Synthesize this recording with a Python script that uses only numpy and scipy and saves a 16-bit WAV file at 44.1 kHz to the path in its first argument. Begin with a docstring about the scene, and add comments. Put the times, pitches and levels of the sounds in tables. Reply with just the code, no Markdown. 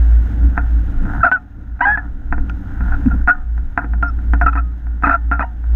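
"""Over a beach, a microphone in a closed camera housing rides on the boom of a soaring hang glider.
From the start the airflow swings the frame into a drone, buffets and hisses over the housing, loose
fittings chatter and the electronics whine faintly. From 0.6 s the pilot's shifts knock the mount: blows
ring its modes. From 1.2 s eddies slap the housing and the joint squeaks in short stick-slip strokes, sines
with uneven slips, two of them trailing off in a faint ringing tone; two thin sine chirps pass after 4 s."""
import sys
import numpy as np
from scipy import signal
from scipy.fft import rfft, irfft
from scipy.io import wavfile
from scipy.ndimage import uniform_filter1d, minimum_filter1d, map_coordinates

SR = 44100
rng = np.random.default_rng(int(sys.argv[2]) if len(sys.argv) > 2 else 0)


def put_to_file(sound):
    """Save the sound as 16-bit audio at rate SR, in the file named by the first command-line argument."""
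    columns = np.atleast_2d(sound).T  # one column per channel
    safe = np.clip(columns, -1, 1)
    whole_steps = np.round(safe * 32767)
    wavfile.write(sys.argv[1], SR, whole_steps.astype(np.int16))


N = 253575
TIME = np.arange(N) / SR  # [s]

# swing of the frame: (time [s], level [dB])
DRONE_LEVEL = [(0.02, -7.5), (0.19, -7), (0.29, -20), (0.46, -10), (0.56, -25.5), (0.61, -15),
               (0.77, -10.5), (1.0, -23.5), (1.2, -20.5), (1.29, -38), (1.64, -35), (1.74, -20), (1.8, -34),
               (2.1, -21), (2.21, -37), (2.32, -19), (2.52, -19.5), (2.72, -36), (2.79, -18), (2.95, -14),
               (2.99, -32), (3.06, -15), (3.26, -15), (3.34, -40.5), (3.49, -18), (3.61, -17), (3.68, -33),
               (3.82, -30.5), (3.92, -13), (4.2, -18), (4.35, -10), (4.66, -14.5), (4.79, -23.5),
               (5.38, -16), (5.46, -27), (5.73, -13)]
# centre pitch of the swinging frame: (time [s], pitch [Hz])
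DRONE_PITCH = [(0.05, 56.93), (0.6, 58.2), (1.02, 53.26), (1.15, 53.65), (1.23, 58.0), (1.58, 59.16),
               (2.06, 55.76), (2.16, 59.3), (3.72, 56.9), (3.81, 54.5), (3.94, 57.16), (5.7, 57.34)]
# slow eddies around the housing, before a common lift: (time [s], level [dB])
EDDY_LEVEL = [(0.05, -29), (0.77, -29), (0.92, -17), (1.21, -22), (1.31, -42), (2.41, -20), (2.54, -32.5),
              (2.87, -18), (3.87, -36), (4.47, -19.5), (4.5, -40), (5.09, -29.5), (5.2, -40), (5.7, -32)]
# airflow over the housing: (time [s], buffeting as gust strength [dB], air hiss before its lift [dB])
AIRFLOW = [(0.02, -38, -61.5), (0.43, -29, -64.5), (0.69, -36.5, -65.5), (1.05, -29.5, -64.5),
           (1.2, -31, -63.5), (1.34, -44, -77), (2.32, -38, -73), (2.45, -34.5, -70), (2.79, -34.5, -66),
           (2.96, -30, -64), (3.15, -27.5, -65), (3.3, -42.5, -73.5), (3.6, -41.5, -72),
           (4.03, -35.5, -71.5), (4.38, -38.5, -68.5), (4.68, -41, -73), (5.62, -42, -72.5),
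           (5.73, -39, -67)]
# colour of the slow eddies: (frequency [Hz], level [dB])
EDDY_COLOUR = [(8, -18), (17, 0), (24, 9), (33, -9), (45, -11.5), (80, -35.5), (200, -99)]
# colour of the quicker buffets: (frequency [Hz], level [dB])
BUFFET_COLOUR = [(25, -15), (40, -2), (62, -3), (90, 4), (120, -3), (150, -17.5), (185, -3), (235, -11.5),
                 (285, -4), (330, -17.5), (400, -28.5), (520, -28), (700, -38), (1500, -48.5), (4000, -102)]
# colour of the air hiss inside the closed housing: (frequency [Hz], level [dB])
HISS_COLOUR = [(200, 20.5), (520, 14), (720, 21.5), (1100, 11.5), (1500, 20), (1850, 15), (2200, 6),
               (3000, 2.5), (3900, -1), (4400, -9.5), (5200, -6.5), (7000, -11), (10000, -18),
               (15000, -17.5)]
# colour of the loose fittings: (frequency [Hz], level [dB])
FITTINGS_COLOUR = [(300, -33), (560, -27.5), (720, -2.5), (980, -6.5), (1150, -16.5), (1420, 4.5),
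                   (1600, -4), (1850, -13), (2200, -30.5), (3500, -57)]
# bouts of harder chatter: (time of the peak [s], rise [s], fall [s], level [dB])
BOUTS = [(.59, 0.05, .1, -38), (1.17, 0.13, 0.084, -30), (1.84, .04, 0.045, -26), (2.0, .06, 0.087, -40.5),
         (2.92, 0.21, .05, -37.5), (3.18, 0.18, .08, -45.5), (3.35, 0.045, .08, -41),
         (3.8, 0.027, 0.054, -30), (4.47, 0.04, .05, -43.5), (5.12, 0.063, .07, -47.5)]
# play taken up in the mount: (time [s], blow [dB], sharp edge re blow [dB], thud re blow [dB])
KNOCKS = [(0.577, -6.5, -46, -14), (1.053, -26, -36, -20), (1.315, -7.5, -30.5, -22.5),
          (1.323, -24, -7.5, -16.5), (1.793, -29.5, -33, -19), (1.807, -18.5, -41, -18.5),
          (1.974, -13, -48, -21), (2.325, -9.5, -38, -13), (2.38, -23, -46, 0.5), (2.496, -27.5, -5.5, -21),
          (2.807, -21.5, -42, -7.5), (3.06, -27.5, -17, 3.5), (3.275, -8, -38, -15),
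          (3.578, -29, -20, -14.5), (3.776, -3, -40, -21), (3.789, -17, -34, -21), (3.844, -22, -42, -2),
          (3.935, -22.5, -36, -16), (4.026, -14, -24.5, -11), (4.189, -33, -34.5, -13.5),
          (4.335, -10, -22.5, -7), (4.413, -6.5, -46, -22), (4.462, -17, -18, -2), (4.497, -31, -17, -29),
          (4.529, -28.5, -12, -12.5), (4.554, -17, -27, -8.5), (4.868, -32, -36, -11),
          (5.024, -21, -24, -24.5), (5.035, -9.5, -38.5, -9.5), (5.07, -6.5, -41.5, -9.5),
          (5.314, -11, -29.5, -10), (5.394, -9, -46, -17), (5.64, -33.5, -41, -9)]
# colour of the mount's hollow clack: (frequency [Hz], level [dB])
CLACK_COLOUR = [(120, -25.5), (280, -4.5), (380, -17), (580, -26.5), (700, 1), (980, -6), (1120, -14.5),
                (1420, 10), (1780, -9), (2230, -23.5), (2550, -19.5), (3050, -47), (6000, -66.5),
                (12000, -72)]
# lasting modes of the mount and boom: (frequency [Hz], 60 dB decay [s], relative level [dB])
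MOUNT_MODES = [(731, 0.37, -2), (848, 0.41, -9.5), (930, 0.16, -8.5), (1244, 0.32, -7), (1260, 0.13, -5.5),
               (1570, 0.14, -6.5), (1440, 0.11, -11.5), (1812, 0.14, -2), (1788, 0.35, -8.5),
               (2010, 0.16, -18), (1980, 0.17, -20), (2300, .1, -20)]
# low modes of the boom: (frequency [Hz], 60 dB decay [s], level [dB])
THUD_MODES = [(220, 0.043, -2.5), (280, 0.25, -1), (474, 0.12, -14.5)]
# colour of the sharp edge of hard contacts: (frequency [Hz], level [dB])
SNAP_COLOUR = [(1000, -13), (2700, 18.5), (3600, -0.5), (5700, -3.0), (9000, -17), (15000, -34.5)]
# eddies that slap the housing: (time [s], length [s], level [dB])
SLAPS = [(1.15, 0.1, -24), (2.796, .046, -21.5), (3.055, .055, -8), (3.115, .08, -23), (4.352, 0.041, -26),
         (4.433, 0.024, -18)]
# colour of the slaps: (frequency [Hz], level [dB])
SLAP_COLOUR = [(40, -13), (75, -14), (115, 13), (150, 1), (200, 3), (270, 2.5), (340, -24.5), (600, -41),
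               (1500, -82)]
# stick-slip strokes of the joint, and two faint tones (4.607, 5.448 s) that ring on as a squeak trails
# off: (time [s], length [s], mid pitch [Hz], glide [Hz], starting level [dB], swell [dB],
# starting roughness [0-1], half-pitch re tone [dB])
SQUEAK_TONES = [ (1.209, 0.016, 1540, -90.5, -19.5, -3.5, .3, -30),
                (1.229, 0.0076, 1400, -140, -3.5, 6.5, 0.18, -24),
                (1.241, 0.016, 1478, 170.5, -5.5, -1.5, 0.49, -6),
                (1.262, 0.03, 1382, -89, -1.5, -19.5, 0.37, -7.5),
                (1.316, .045, 1505, -0.5, -5.5, -6.5, 0.08, -26.5),
                (1.363, .012, 1363, -60, -16, -8, 0.17, -17),
                (1.806, 0.0085, 1549, 40.5, -2, -8.5, 0.45, -7.5),
                (1.817, 0.038, 1990, 219, -20.5, 0, 0.29, 8.5),
                (1.851, 0.013, 1630, -70.5, -7, -4, 0.47, -9),
                (1.864, .093, 1680, 129.5, -8.5, -5, 0.23, -3.5),
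                (1.975, 0.037, 1730, -21, -13.5, -23, 0.04, -16),
                (2.496, 0.0087, 1427, -33, -17.5, -10.5, 0.11, -11.5),
                (2.812, .055, 1446, 79, -34, -8.5, 0.28, -19), (2.915, 0.036, 1496, -77, -28, 4, .55, -5.5),
                (3.108, 0.035, 1400, -2.5, -20, -13.5, 0.28, -18),
                (3.278, 0.025, 1424, 41.5, -5, -2.5, 0.48, -15.5),
                (3.306, 0.0241, 1472, 40.5, -0.5, -18.5, 0.07, -29),
                (4.027, 0.0091, 1375, 0.5, -3, -7.5, .14, -19),
                (4.04, 0.059, 1400, -0.5, -18, -7, 0.18, -17),
                (4.414, .03, 1418, -50, -14, -9.5, 0.38, -3.5),
                (4.461, 0.01, 1345, -71, -1, -5.5, 0.32, -27), (4.477, 0.015, 1360, 29, -4, -7.5, 0.2, -32),
                (4.528, 0.011, 1341, -100, -14, -15, 0.5, -33.5),
                (4.558, .012, 1428, -100, -22.5, -2.5, .6, -16),
                (4.571, 0.032, 1325, 171, -14.5, -9.5, 0.38, -32.5),
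                (4.607, 0.13, 1257, 11.5, -42, -15, 0, -27),
                (5.036, 0.014, 1305, -51.5, -3.5, -6.5, 0.39, -28.5),
                (5.053, .026, 1385, 20.5, -16, 3.5, .8, -8.5), (5.089, 0.0098, 1355, 40, -8.5, -4, .6, -13),
                (5.106, 0.032, 1342, 62.5, -9.5, -5.5, .6, -15),
                (5.138, 0.021, 1377, -38.5, -4, -10, 0.19, -11),
                (5.316, 0.07, 1394, -8.5, -7.5, -24.5, 0.28, -19), (5.402, .021, 1342, 34, -17, 1, .7, -7),
                (5.426, 0.013, 1906, -33, -28.5, -1.5, 0.12, 6.5),
                (5.437, .011, 1425, -2, -28, -10.5, 0.51, 12), (5.448, 0.063, 1870, -24, -56, -8, 0, 19.5)]
# colour of the rubbing faces: (frequency [Hz], level [dB])
GRIT_COLOUR = [(1500, -20.5), (2800, 3.5), (3900, 5), (4500, -9.0), (5800, -4), (7000, -21), (12000, -36.5)]
# thin chirps: (time [s], length [s], first pitch [Hz], last pitch [Hz], level [dB])
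CHIRPS = [(4.064, 0.049, 5450, 5270, -53), (4.41, 0.02105, 5567, 5633, -54)]

CRUISE_DB = -37  # gust strength in steady flight
# level in steady flight [dB] and growth with the gust [dB per dB]
BUFFET_DB, BUFFET_GROWTH = -32, 1.12
RATTLE_DB, RATTLE_GROWTH = -53, .8
PICTURE_RATE_HZ, WHINE_HZ = 47.95, 6476
REBOUND_S, REBOUND_DB = 0.01, -15.5  # longest delay and relative level of a knock's one bounce
END_CLACK_DB = -16  # clack at the end of a squeak tone, re its level there
TONE_ATTACK_S, TONE_RELEASE_S = 0.006, .004
SAG_S, SAG_SHARE = .007, .07  # share by which the pitch of a long squeak tone sags at its end
FULL_SAG_S = 0.057  # shorter tones sag in proportion to their length
FREEING_S = 0.082  # the grip loosens as the joint slides: the roughness dies away
HALF_FADE_DB_PER_S, HALF_LAST_S = 63, 0.052  # the half pitch fades and then stops
RATCHET_HZ, RATCHET_DB = 55, 5.5  # mean rate and full-roughness depth of the jerks that throb the squeak
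TOP_HZ = 15800


def undb(db):
    """Decibels to gain."""
    return 10 ** (np.asarray(db) / 20)


def unit(x):
    """Scale to rms 1."""
    return x / np.sqrt(np.mean(x ** 2))


def curves(table):
    """The columns of a table, joined by straight lines in time."""
    times, *columns = np.transpose(table)
    return [np.interp(TIME, times, column) for column in columns]


def walk(rate):
    """Smooth random wander of rms 1, with rate new values a second."""
    values = rng.standard_normal(N // 8)
    return unit(map_coordinates(values, [TIME * rate], order=3, mode="wrap"))


def response(colour):
    """Causal, minimum-phase impulse response with the given (Hz, dB) colour."""
    hz, db = np.transpose(colour)
    size = 16384
    grid = np.maximum(np.arange(size // 2 + 1) * SR / size, 1)
    gain = undb(np.interp(np.log(grid), np.log(hz), db))
    cepstrum = irfft(np.log(gain))
    # folding the cepstrum onto positive time puts the energy as early as it can be
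    cepstrum[1:size // 2] *= 2
    cepstrum[size // 2 + 1:] = 0
    return irfft(np.exp(rfft(cepstrum)))


def through(x, impulse):
    """Pass a sound through an impulse response."""
    return signal.fftconvolve(x, impulse)[:N]


def noise(colour):
    """Coloured noise of rms 1."""
    return unit(through(rng.standard_normal(N), response(colour)))


def steady(x, span_s):
    """Even out the swells of a noise that last longer than span_s."""
    power = uniform_filter1d(x ** 2, max(int(span_s * SR), 2))
    return x / np.sqrt(power + 1e-9)


def ticks(rate, scatter_db):
    """Random tiny impacts of uneven size, rate a second on average, rms 1."""
    hits = rng.random(N) < rate / SR
    size = rng.standard_normal(N)
    scatter = undb(scatter_db * np.clip(rng.standard_normal(N), -2, 2))
    return unit(hits * size * scatter)


def resonance(x, hz, width_hz):
    """One resonance, gain 1 at its centre."""
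    return signal.lfilter(*signal.iirpeak(hz, hz / width_hz, fs=SR), x)


def ringing(modes, t):
    """Decaying sines of a table of modes."""
    return sum(undb(db - 60 * t / t60) * np.sin(2 * np.pi * hz * t) for hz, t60, db in modes)


def drone():
    """Shed vortices keep one mode of the frame swinging; its pitch wanders slightly."""
    (level_db,), (hz,) = curves(DRONE_LEVEL), curves(DRONE_PITCH)
    phase = 2 * np.pi * np.cumsum(hz * (1 + .012 * walk(13))) / SR
    swing = unit(np.sin(phase) + undb(-38.0) * np.sin(3 * phase))
    return undb(level_db + 1.9 * walk(16)) * swing


def airflow():
    """Gust strength above steady flight and level of the hiss before its lift, both in dB."""
    buffet_db, hiss_db = curves(AIRFLOW)
    return buffet_db - CRUISE_DB, hiss_db


def eddies():
    """Slow eddies shake the housing: low noise with a wandering level."""
    level_db = curves(EDDY_LEVEL)[0] + 1.0 + 3.7 * walk(12)
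    return undb(level_db) * steady(noise(EDDY_COLOUR), .1)


def buffets():
    """Quicker buffets shake the housing harder as the gust grows."""
    gust_db, _ = airflow()
    level_db = BUFFET_DB + BUFFET_GROWTH * gust_db + 1.3 * walk(14)
    return undb(level_db) * steady(noise(BUFFET_COLOUR), .06)


def hiss():
    """Turbulent air hisses over the closed housing, which muffles its treble."""
    _, hiss_db = airflow()
    return undb(hiss_db + 19.5 + 1.0 * walk(40)) * noise(HISS_COLOUR)


def rattle():
    """Loose fittings chatter all the time, harder in gusts and in a few bouts that swell and die."""
    gust_db, _ = airflow()
    strength = undb(RATTLE_DB + RATTLE_GROWTH * gust_db + 1.5 * walk(12))
    for peak_s, rise, fall, db in BOUTS:
        width = np.where(TIME < peak_s, rise, fall)
        strength = strength + undb(db) * np.exp(-((TIME - peak_s) / width) ** 2 * 2)
    impacts = ticks(rate=810, scatter_db=0.0)
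    return strength * steady(through(impacts, response(FITTINGS_COLOUR)), 0.19)


def whine():
    """The electronics sing a tone and its octave faintly in bursts, once for each picture."""
    _, hiss_db = airflow()
    burst = np.maximum(np.sin(2 * np.pi * PICTURE_RATE_HZ * TIME), 0)
    phase = 2 * np.pi * np.cumsum(WHINE_HZ * (1 + 0.0012 * walk(300))) / SR
    return undb(hiss_db - 1.0) * burst * (np.sin(phase) + np.sin(2 * phase))


def mount(ring_db, shiver_db, shiver_t60):
    """The mount's answer to a blow: a hollow clack of peak 1, lasting modes and a shiver of loose parts."""
    clack = response(CLACK_COLOUR)
    # bending waves spread out on their way along the boom, so the clack takes a few cycles to build
    clack = clack - 2 * resonance(clack, hz=1580, width_hz=2200)
    clack = clack / np.abs(clack).max()
    t = TIME[:len(clack)]
    dying_noise = rng.standard_normal(len(t)) * undb(-60 * t / shiver_t60)
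    shiver = signal.fftconvolve(dying_noise, clack)[:len(t)] / np.linalg.norm(clack)
    return clack + undb(ring_db) * ringing(MOUNT_MODES, t) + undb(shiver_db) * shiver


def knocks(body):
    """Play taken up in the mount clacks and rebounds; hard contacts add an edge, heavy ones a boom thud."""
    blows, shoves, edge = np.zeros((3, N))
    for start, blow_db, edge_db, thud_db in KNOCKS:
        rebound = start + REBOUND_S * rng.uniform(.8, 1.0)
        for s, db in (start, blow_db), (rebound, blow_db + REBOUND_DB):
            i = int(s * SR)
            blows[i] += undb(db)
            shoves[i] += undb(db + thud_db)
            age = TIME[:SR // 20] / 0.0011  # the edge peaks 1.1 ms after contact
            edge[i:i + len(age)] += (undb(db + edge_db) * age * np.exp(1 - age))[:N - i]
    # the joint catches again as a stroke stalls, and clacks; the faint ringing tones end in a far weaker one
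    for s, length, _, _, db, swell_db, _, _ in SQUEAK_TONES:
        blows[int((s + length) * SR)] += undb(db + swell_db + END_CLACK_DB)
    # plastic contacts give way a little, which rounds the push
    push = np.hanning(max(int(0.00029 * SR), 3))
    clack = through(through(blows, push / push.sum()), body)
    snap = edge * noise(SNAP_COLOUR)
    thud = through(shoves, ringing(THUD_MODES, TIME[:len(body)]))
    return undb(1.5) * clack + undb(-4) * snap + thud


def slaps():
    """A few eddies slap the housing: low noise that swells fast and dies more slowly."""
    strength = np.zeros(N)
    for s, length, db in SLAPS:
        progress = np.clip((TIME - s) / length, 0, 1)
        strength += undb(db) * np.sin(np.pi * progress ** .5) ** 2
    return strength * steady(noise(SLAP_COLOUR), .04)


def squeak_controls():
    """Pitch, gain, roughness and half-pitch share: strokes slide free of their grip, and every tone sags."""
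    gain, rough, half = np.zeros((3, N))
    hz = np.full(N, float(SQUEAK_TONES[0][2]))
    for s, length, pitch_hz, glide_hz, db, swell_db, roughness, half_db in SQUEAK_TONES:
        span = slice(int(s * SR), min(int((s + length + .05) * SR), N))  # 50 ms for the release
        age = TIME[:span.stop - span.start]
        held = np.minimum(age, length)  # age, stopped at the end of the tone
        sag = np.exp((held - length) / SAG_S)
        glide = pitch_hz + glide_hz * (held / length - .5)
        hz[span] = glide * (1 - SAG_SHARE * sag * min(length / FULL_SAG_S, 1))
        attack = np.minimum(age / TONE_ATTACK_S, 1)
        envelope = attack * np.exp((held - age) / TONE_RELEASE_S)
        rough[span] = np.clip(roughness, 0, 1) * np.exp(-held / FREEING_S)
        # a rough joint moves in jerks
        jerks = np.sin(2 * np.pi * RATCHET_HZ * age * rng.uniform(0.79, 1.15))
        level_db = db + swell_db * held / length + RATCHET_DB * rough[span] * jerks
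        gain[span] = np.maximum(gain[span], undb(level_db) * envelope)
        half[span] = undb(half_db - HALF_FADE_DB_PER_S * held) / (1 + (held / HALF_LAST_S) ** 8)
    soften = np.hanning(int(0.0051 * SR))
    return [signal.fftconvolve(c, soften / soften.sum(), "same") for c in (hz, gain, rough, half)]


def squeaks(body):
    """The joint sticks and slips: clean as it glides, skipping every other cycle and chattering as it grips."""
    hz, gain, rough, half = squeak_controls()
    # a rough grip makes the slips uneven in timing and in size
    phase = 2 * np.pi * np.cumsum(hz * (1 + .08 * rough * walk(600))) / SR
    overtones = undb(-42) * np.sin(2 * phase) + undb(-59) * np.sin(3 * phase) + undb(-67.5) * np.sin(4 * phase)
    tone = (np.sin(phase) + overtones) * undb(1.2 * rough * walk(320))
    half_pitch = np.sin(phase / 2) + undb(-27.5) * np.sin(3 * phase / 2)
    skips = half * half_pitch * undb(0.83 * rough * walk(260))
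    squeal = np.sqrt(2) * gain * (tone + skips)
    # the octave of low, hard strokes meets a resonance of the housing
    octave = gain * np.sqrt(np.abs(rough)) * np.sin(2 * phase)
    edge = resonance(resonance(octave, hz=2495, width_hz=140), hz=2495, width_hz=140)
    # each catch jolts the mount and makes the boom groan; the rubbing faces hiss
    jolts = gain * rough * ticks(rate=1800, scatter_db=4.5)
    chatter = through(jolts, body) / np.linalg.norm(body)
    groan = resonance(resonance(jolts, hz=269, width_hz=86), hz=269, width_hz=86)
    grit = gain * rough * noise(GRIT_COLOUR)
    # the boom rings on with whatever pitch it was given
    late_body = body * (1 - np.exp(-TIME[:len(body)] / 0.028))
    afterring = through(squeal, late_body)
    rubbing = undb(-2.0) * chatter + undb(4.0) * groan + undb(-42.5) * grit
    return undb(-2.5) * squeal + undb(-8.5) * edge + rubbing + undb(-44.0) * afterring


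def chirps():
    """Thin, high sine chirps, one gliding down and one up, with a slight flutter of pitch."""
    out = np.zeros(N)
    for s, length, first_hz, last_hz, db in CHIRPS:
        i, n = int(s * SR), int(length * SR)
        hz = np.linspace(first_hz, last_hz, n) * (1 + .008 * walk(500)[:n])
        out[i:i + n] += undb(db) * np.hanning(n) * np.sin(2 * np.pi * np.cumsum(hz) / SR)
    return out


def scene():
    """Everything reaches the one microphone through the mount and housing."""
    body = mount(ring_db=-26.5, shiver_db=-8.0, shiver_t60=0.068)
    wind = eddies() + buffets() + hiss() + slaps()
    joint = knocks(body) + squeaks(body)
    return (drone() + wind + rattle() + whine() + joint + chirps())[None]


def record(dry):
    """The camera dips its gain briefly to hold peaks under full scale, then cuts the top."""
    room = minimum_filter1d(np.minimum(1, .95 / (np.abs(dry) + 1e-9)), size=257)
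    gain = uniform_filter1d(uniform_filter1d(room, size=129), size=129)
    top_cut = signal.ellip(8, .2, 70, TOP_HZ, fs=SR, output="sos")
    return signal.sosfilt(top_cut, dry * gain)


dry = scene()
out = record(dry)
put_to_file(out)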